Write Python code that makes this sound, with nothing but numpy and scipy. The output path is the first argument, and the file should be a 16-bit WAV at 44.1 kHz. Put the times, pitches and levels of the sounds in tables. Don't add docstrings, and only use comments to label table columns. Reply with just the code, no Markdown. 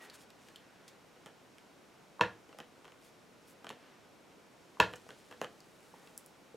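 import sys
import numpy as np
from scipy import signal
from scipy.fft import rfft, irfft, next_fast_len
from scipy.io import wavfile
from scipy.ndimage import uniform_filter1d

SR = 44100
rng = np.random.default_rng(int(sys.argv[2]) if len(sys.argv) > 2 else 0)


def wav_record(signal):
    frames = np.transpose(np.atleast_2d(signal))
    bounded = np.clip(frames, -1, 1)
    quanta = np.round(bounded * 32767).astype(np.int16)
    wavfile.write(sys.argv[1], SR, quanta)


N = 289428

# start in seconds, level in dB, treble tilt in dB per octave,
# lead of the tool's slip in seconds, level of the slip in dB.
HARD_KNOCKS = [(2.2100, -3.5, -2.5, 0.015, -31.5), (4.8007, -1.5, -1, .0297, -45)]
# frequency in Hz, relative level in dB.
SNAP_SPECTRUM = [(2000, -22), (4500, -1.5), (7000, 3.5), (9500, -3.5), (12500, -4), (16000, -13)]


def knocks(rise_s=0.0006, crack_db=-12, rattle_db=-1, shiver_db=-6):
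    # frequency in Hz, level in dB, T60 in seconds.
    table_modes = [(106.7, -37.5, 0.16), (191, -29.5, 0.097), (322.7, -36, 0.18), (467, -25, 0.028),
                   (642, -26, 0.085), (905, -38, 0.27), (969, -9, 0.043), (1120, -17.5, 0.038),
                   (1408, -21.5, 0.078), (1737, -11, 0.019), (1870, -28.5, 0.014), (2630, -4.5, 0.011),
                   (3240, -14.5, 0.013), (3705, -24.5, 0.024), (4170, -11.5, 0.0067), (5540, -29.5, 0.017),
                   (6910, -13.5, 0.0041)]
    # frequency in Hz, relative level in dB.
    rattle_spectrum = [(80, 0), (200, -15), (550, -0.5), (1200, -5.5), (2100, -5), (3300, -11),
                       (4400, -14.5), (5500, -14), (12000, -35), (16000, -47)]
    out = np.zeros(N)
    margin = SR // 100
    for start, db, tilt_db, *_ in HARD_KNOCKS:
        body = ring(table_modes) * (1 - np.exp(-ring_time() / rise_s))
        crack = amp(crack_db) * contact(SNAP_SPECTRUM, scuff_db=11, t60=0.0064)
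        shaking = amp(rattle_db) * burst(0.12) + amp(shiver_db) * burst(0.28)
        rattle = signal.fftconvolve(shaking, minimum_phase(rattle_spectrum))[:len(body)]
        blow = np.pad(body + crack + rattle, (margin, 0))
        blow = filtered(blow, lambda f: amp(tilt_db * np.log2(0.5 + f / 1000)))
        add(out, start - margin / SR, amp(db) * blow)
    return out


def taps(bounces=3, mean_gap_s=0.009, chatter_db=-13.5, loss_db=0.5):
    # start in seconds, tip level in dB, relative snap level in dB,
    # delay of the flat in seconds, level of the flat in dB.
    landings = [(1.2606, -40, -13.5, .0068, -46), (2.492, -49.5, -21, .0358, -44.5),
                (2.587, -41, -8.5, .0152, -34.5), (2.8451, -48, -18, .0077, -43),
                (2.8795, -47.5, -21, .041, -47), (3.645, -41, -17, .0232, -33.5),
                (3.7028, -37, -19, .006, -37), (4.931, -45, -15, .0056, -33),
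                (5.0904, -42, -18, .0151, -38.5), (5.3121, -41, -19, .013, -40.5),
                (5.415, -28, -15.5, .030, -32)]
    out = np.zeros(N)
    tip_thud_db = -6.5
    gaps = mean_gap_s * rng.uniform(0.5, 1.5, (len(landings), bounces))
    for (start, db, snap_db, delay, flat_db), tap_gaps in zip(landings, gaps):
        add(out, start, amp(db) * card_impact(tip_thud_db, snap_db))
        for k, later in enumerate(np.cumsum(tap_gaps)):
            add(out, start + later, amp(db + chatter_db - k * loss_db) * card_impact(tip_thud_db, snap_db))
        add(out, start + delay, amp(flat_db) * card_impact(thud_db=-12.5, snap_db=-24.5))
    return out


def card_impact(thud_db, snap_db):
    # frequency in Hz, level in dB, T60 in seconds.
    card_modes = [(1370, -24, 0.03), (2000, 0.5, 0.0076), (2530, -5, 0.021), (3080, 2, 0.01),
                  (4230, -5.5, 0.0086), (5250, -3, 0.0021)]
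    # frequency in Hz, relative level in dB.
    thud_spectrum = [(40, -49), (80, -19.5), (150, -8), (350, -2.5), (600, -1), (1000, -1), (1600, -8.5),
                     (3000, -41)]
    card = amp(-7) * ring(card_modes, detune=0.053)
    thud = amp(24 + thud_db) * contact(thud_spectrum, scuff_db=9.5, t60=0.041)
    snap = amp(18 + snap_db) * contact(SNAP_SPECTRUM, scuff_db=2, t60=0.012)
    return card + thud + snap


def contact(spectrum, scuff_db, t60):
    force = amp(scuff_db) * burst(t60)
    force[0] += 1
    return signal.fftconvolve(force / np.linalg.norm(force), minimum_phase(spectrum))[:len(force)]


def tabletop(x, cutoff_hz=80):
    return signal.sosfilt(signal.butter(4, cutoff_hz, 'highpass', fs=SR, output='sos'), x)


def cushioned(x, cutoff_hz=13500):
    return filtered(x, lambda f: 1 / np.hypot(1, (f / cutoff_hz) ** 3))


def ticks(gain_db=-1, crackle_db=-7.5):
    # start in seconds, level in dB, resonance in Hz, T60 in seconds, quality factor.
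    slips = [(0.0986, -40.5, 4100, 0.03, 4.8), (0.3035, -45.5, 2950, 0.011, 1.9),
             (0.4852, -46.5, 2400, 0.023, .8), (.5589, -40, 3350, 0.029, 7),
             (0.879, -44, 4000, 0.058, 0.57), (1.5835, -44, 2470, .008, 1.2),
             (3.692, -30.5, 3480, 0.0035, 1.6), (4.9568, -46, 7000, 0.054, 1.8),
             (5.604, -47.5, 4650, 0.017, 4.3), (6.073, -47, 3260, 0.015, 1.5),
             (6.1775, -26, 9450, .0034, 3.8), (6.2617, -39.5, 10000, 0.0064, 1.5)]
    out = np.zeros(N)
    for start, db, hz, t60, q in slips:
        tone = filtered(burst(t60), lambda f: resonance(f, hz, q) * resonance(f, hz, 1.0))
        crackle = signal.fftconvolve(burst(t60), minimum_phase(SNAP_SPECTRUM))[:len(tone)]
        crackle = filtered(crackle, lambda f: f ** 2 / (f ** 2 + (2 * hz) ** 2))
        tick = tone / np.abs(tone).max() + amp(crackle_db) * crackle / np.abs(crackle).max()
        add(out, start, amp(db + gain_db) * tick)
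    return out


def bumps(gain_db=2.5, slip_hz=1050, push_lead_s=0.00293, push_db=-26, push_hz=550):
    # start in seconds, level in dB, frequency in Hz.
    hand_bumps = [(2.547, -46.5, 590), (2.779, -51, 380), (4.38, -51, 388), (5.0662, -45.5, 676),
                  (5.94, -44.5, 910), (6.5443, -40.5, 450)]
    out = np.zeros(N)
    for start, db, hz in hand_bumps:
        add(out, start, amp(db) * bump(hz))
    for start, db, _, lead, slip_db in HARD_KNOCKS:
        add(out, start - lead, amp(slip_db) * bump(slip_hz))
        add(out, start - push_lead_s, amp(db + push_db) * bump(push_hz))
    return amp(gain_db) * out


def bump(hz, t60=0.018, rise_s=0.00023):
    return ring([(hz, 0, t60)]) * (1 - np.exp(-ring_time() / rise_s))


def fidgets(count=18, strongest_db=-55, range_db=14):
    out = np.zeros(N)
    for when, strength in rng.uniform(size=(count, 2)):
        db = strongest_db - range_db * (1 - strength)
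        add(out, when * N / SR, amp(db) * card_impact(thud_db=-8, snap_db=-24))
    return out


def rubs(grain_db=3, q=0.43):
    # middle in seconds, half width in seconds, level in dB,
    # resonance in Hz.
    strokes = [(0.026, 0.12, -59.5, 1250), (0.038, 0.02, -61, 6500), (0.151, 0.012, -57, 5950),
               (0.214, 0.021, -63, 5470), (0.46, 0.056, -68.5, 4500), (0.705, 0.27, -69.5, 1330),
               (3.056, 0.027, -65.5, 5860), (3.497, 0.021, -62.5, 10500), (3.87, 0.13, -67.5, 1640),
               (5.14, 0.33, -69.5, 4640), (5.98, 0.31, -70.5, 6300), (6.024, 0.1, -66.5, 875)]
    out = np.zeros(N)
    for middle, half_width, db, hz in strokes:
        fibres = rng.standard_normal(N) * amp(grain_db * wander(60))
        slide = unit(filtered(fibres, lambda f: resonance(f, hz, q) / np.hypot(1, (f / hz / 2) ** 2)))
        out += amp(db) * slide * swell(middle, half_width)
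    return out


def squeak(db=-62, hz=1900, q=18):
    slip = unit(filtered(rng.standard_normal(N), lambda f: resonance(f, hz, q) ** 2))
    return amp(db) * slip * swell(middle_s=0.012, half_width_s=0.03)


def room(x, wall_s=0.023, wall_db=-5, standing_db=-2, build_s=0.0012, tail_db=-1, side_db=-16):
    # frequency in Hz, relative gain in dB, T60 in seconds.
    room_modes = [(123, -3, .35), (162, -6, .3), (188, -3.5, .28), (327, -1, .2), (493, -3, .25),
                  (523, -5, .15), (638, -3, .2), (829, -3, .18), (935, -7, .15), (1491, -3, .25),
                  (1526, 0, .17), (1664, 1.5, .2), (1733, 2, .21), (1896, -1, .17)]
    t = ring_time()
    waves = sum(amp(db) * 2 * fade(t60) / fade(t60).sum() * np.cos(2 * np.pi * hz * t)
                for hz, db, t60 in room_modes)
    waves = amp(standing_db) * waves * (1 - np.exp(-t / build_s))
    mid = x + signal.fftconvolve(x, waves + amp(tail_db) * diffuse_tail())[:N]
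    add(mid, wall_s, amp(wall_db) * filtered(x, lambda f: resonance(f, hz=1710, q=8.5)))
    side = amp(side_db) * signal.fftconvolve(x, diffuse_tail())[:N]
    return np.array([mid + side, mid - side])


def diffuse_tail(build_s=0.0013):
    # frequency in Hz, T60 in seconds.
    decay_times = [(100, 0.41), (500, 0.25), (1600, 0.25), (2700, 0.2), (4000, 0.21), (12000, 0.14)]
    # frequency in Hz, gain in dB.
    colour = [(60, -7), (150, -13), (500, -1.5), (1000, -14), (1700, -4), (2700, -7.5), (3400, -5.5),
              (4300, -5.5), (6000, -9), (9000, -9), (15000, -6)]
    hz, t, bands = signal.stft(rng.standard_normal(SR // 2), SR, nperseg=256)
    decay = np.exp(-np.log(1000) * t / along(decay_times, hz)[:, None])
    tail = signal.istft(bands * decay, SR)[1][:SR // 2]
    tail *= (1 - np.exp(-ring_time() / build_s)) ** 2
    return filtered(tail / np.linalg.norm(tail), lambda f: amp(along(colour, f)))


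def hush(level_db=-60.5):
    # frequency in Hz, relative spectral density in dB.
    air_spectrum = [(12, -67), (20, -20), (60, -15.5), (172, -3.5), (410, -4), (446, -4.5), (1370, -12.5),
                    (1480, -11), (1610, -15), (2320, -15.5), (3530, -20), (5680, -23.5), (6360, -23.5),
                    (14300, -35), (16000, -44)]
    # frequency in Hz, correlation coefficient.
    coherence = [(25, 0.6), (70, 0.63), (200, 0.61), (1000, 0.63), (5000, 0.72), (14000, 0.93)]

    def mid_side_gains(f):
        angle = np.arccos(np.clip(along(coherence, f), -1, 1)) / 2
        return amp(along(air_spectrum, f)) * [np.cos(angle), np.sin(angle)]

    mid, side = filtered(rng.standard_normal((2, N)), mid_side_gains)
    return amp(level_db) * unit(np.array([mid + side, mid - side]))


def whines(waver_hz=9):
    # frequency in Hz, level in dB.
    tones = [(194, -105), (2239, -92), (3779, -90.5), (5561, -85.5)]
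    out = np.zeros(N)
    for hz, db in tones:
        phase = 2 * np.pi * np.cumsum(hz + waver_hz * wander(900)) / SR
        out += amp(db) * unit(np.sin(phase))
    return out


def ring(modes, detune=0):
    t = ring_time()
    out = np.zeros(len(t))
    for k, (hz, db, t60) in enumerate(modes):
        detuned_hz = hz * (1 + detune * rng.normal())
        out += (-1) ** k * amp(db) * fade(t60) * np.sin(2 * np.pi * detuned_hz * t)
    return out


def burst(t60):
    x = rng.standard_normal(SR // 2) * fade(t60)
    return x / np.linalg.norm(x)


def fade(t60):
    return np.exp(-np.log(1000) * ring_time() / max(t60, 1e-4))


def ring_time():
    return np.arange(SR // 2) / SR


def swell(middle_s, half_width_s):
    return np.exp(-((np.arange(N) / SR - middle_s) / half_width_s) ** 2 / 2)


def wander(samples):
    return unit(uniform_filter1d(rng.standard_normal(N), size=samples))


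def resonance(f, hz, q):
    return 1j * f * hz / q / (hz * hz - f * f + 1j * f * hz / q)


def minimum_phase(spectrum):
    size = SR // 10
    cepstrum = irfft(np.log(amp(along(spectrum, np.fft.rfftfreq(size, 1 / SR)))))
    lag = np.arange(size)
    causal_fold = (lag < size // 2) * np.minimum(lag + 1, 2)
    pulse = irfft(np.exp(rfft(cepstrum * causal_fold)))
    return pulse / np.linalg.norm(pulse)


def filtered(x, response):
    n = x.shape[-1]
    padded = next_fast_len(n + SR // 4)
    return irfft(rfft(x, padded) * response(np.fft.rfftfreq(padded, 1 / SR)), padded)[..., :n]


def along(points, hz):
    f, values = np.transpose(points)
    return np.interp(np.log(hz + 1), np.log(f + 1), values)


def amp(db):
    return 10 ** (np.asarray(db) / 20)


def unit(x):
    return x / np.sqrt(np.mean(x ** 2) + 1e-20)


def add(track, start_s, x):
    i = max(round(start_s * SR), 0)
    track[i:i + len(x)] += x[:max(N - i, 0)]


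def scene():
    blows = tabletop(knocks() + cushioned(taps() + bumps() + fidgets()))
    handling = cushioned(ticks() + rubs()) + squeak()
    balance = amp([[-0.15], [0.15]])
    return room(blows + handling) * balance + hush() + whines()


def record(dry, bass_hz=20, top_hz=16000):
    return filtered(dry, lambda f: (f < top_hz) * f / np.hypot(f, bass_hz))


dry = scene()
out = record(dry)
wav_record(out)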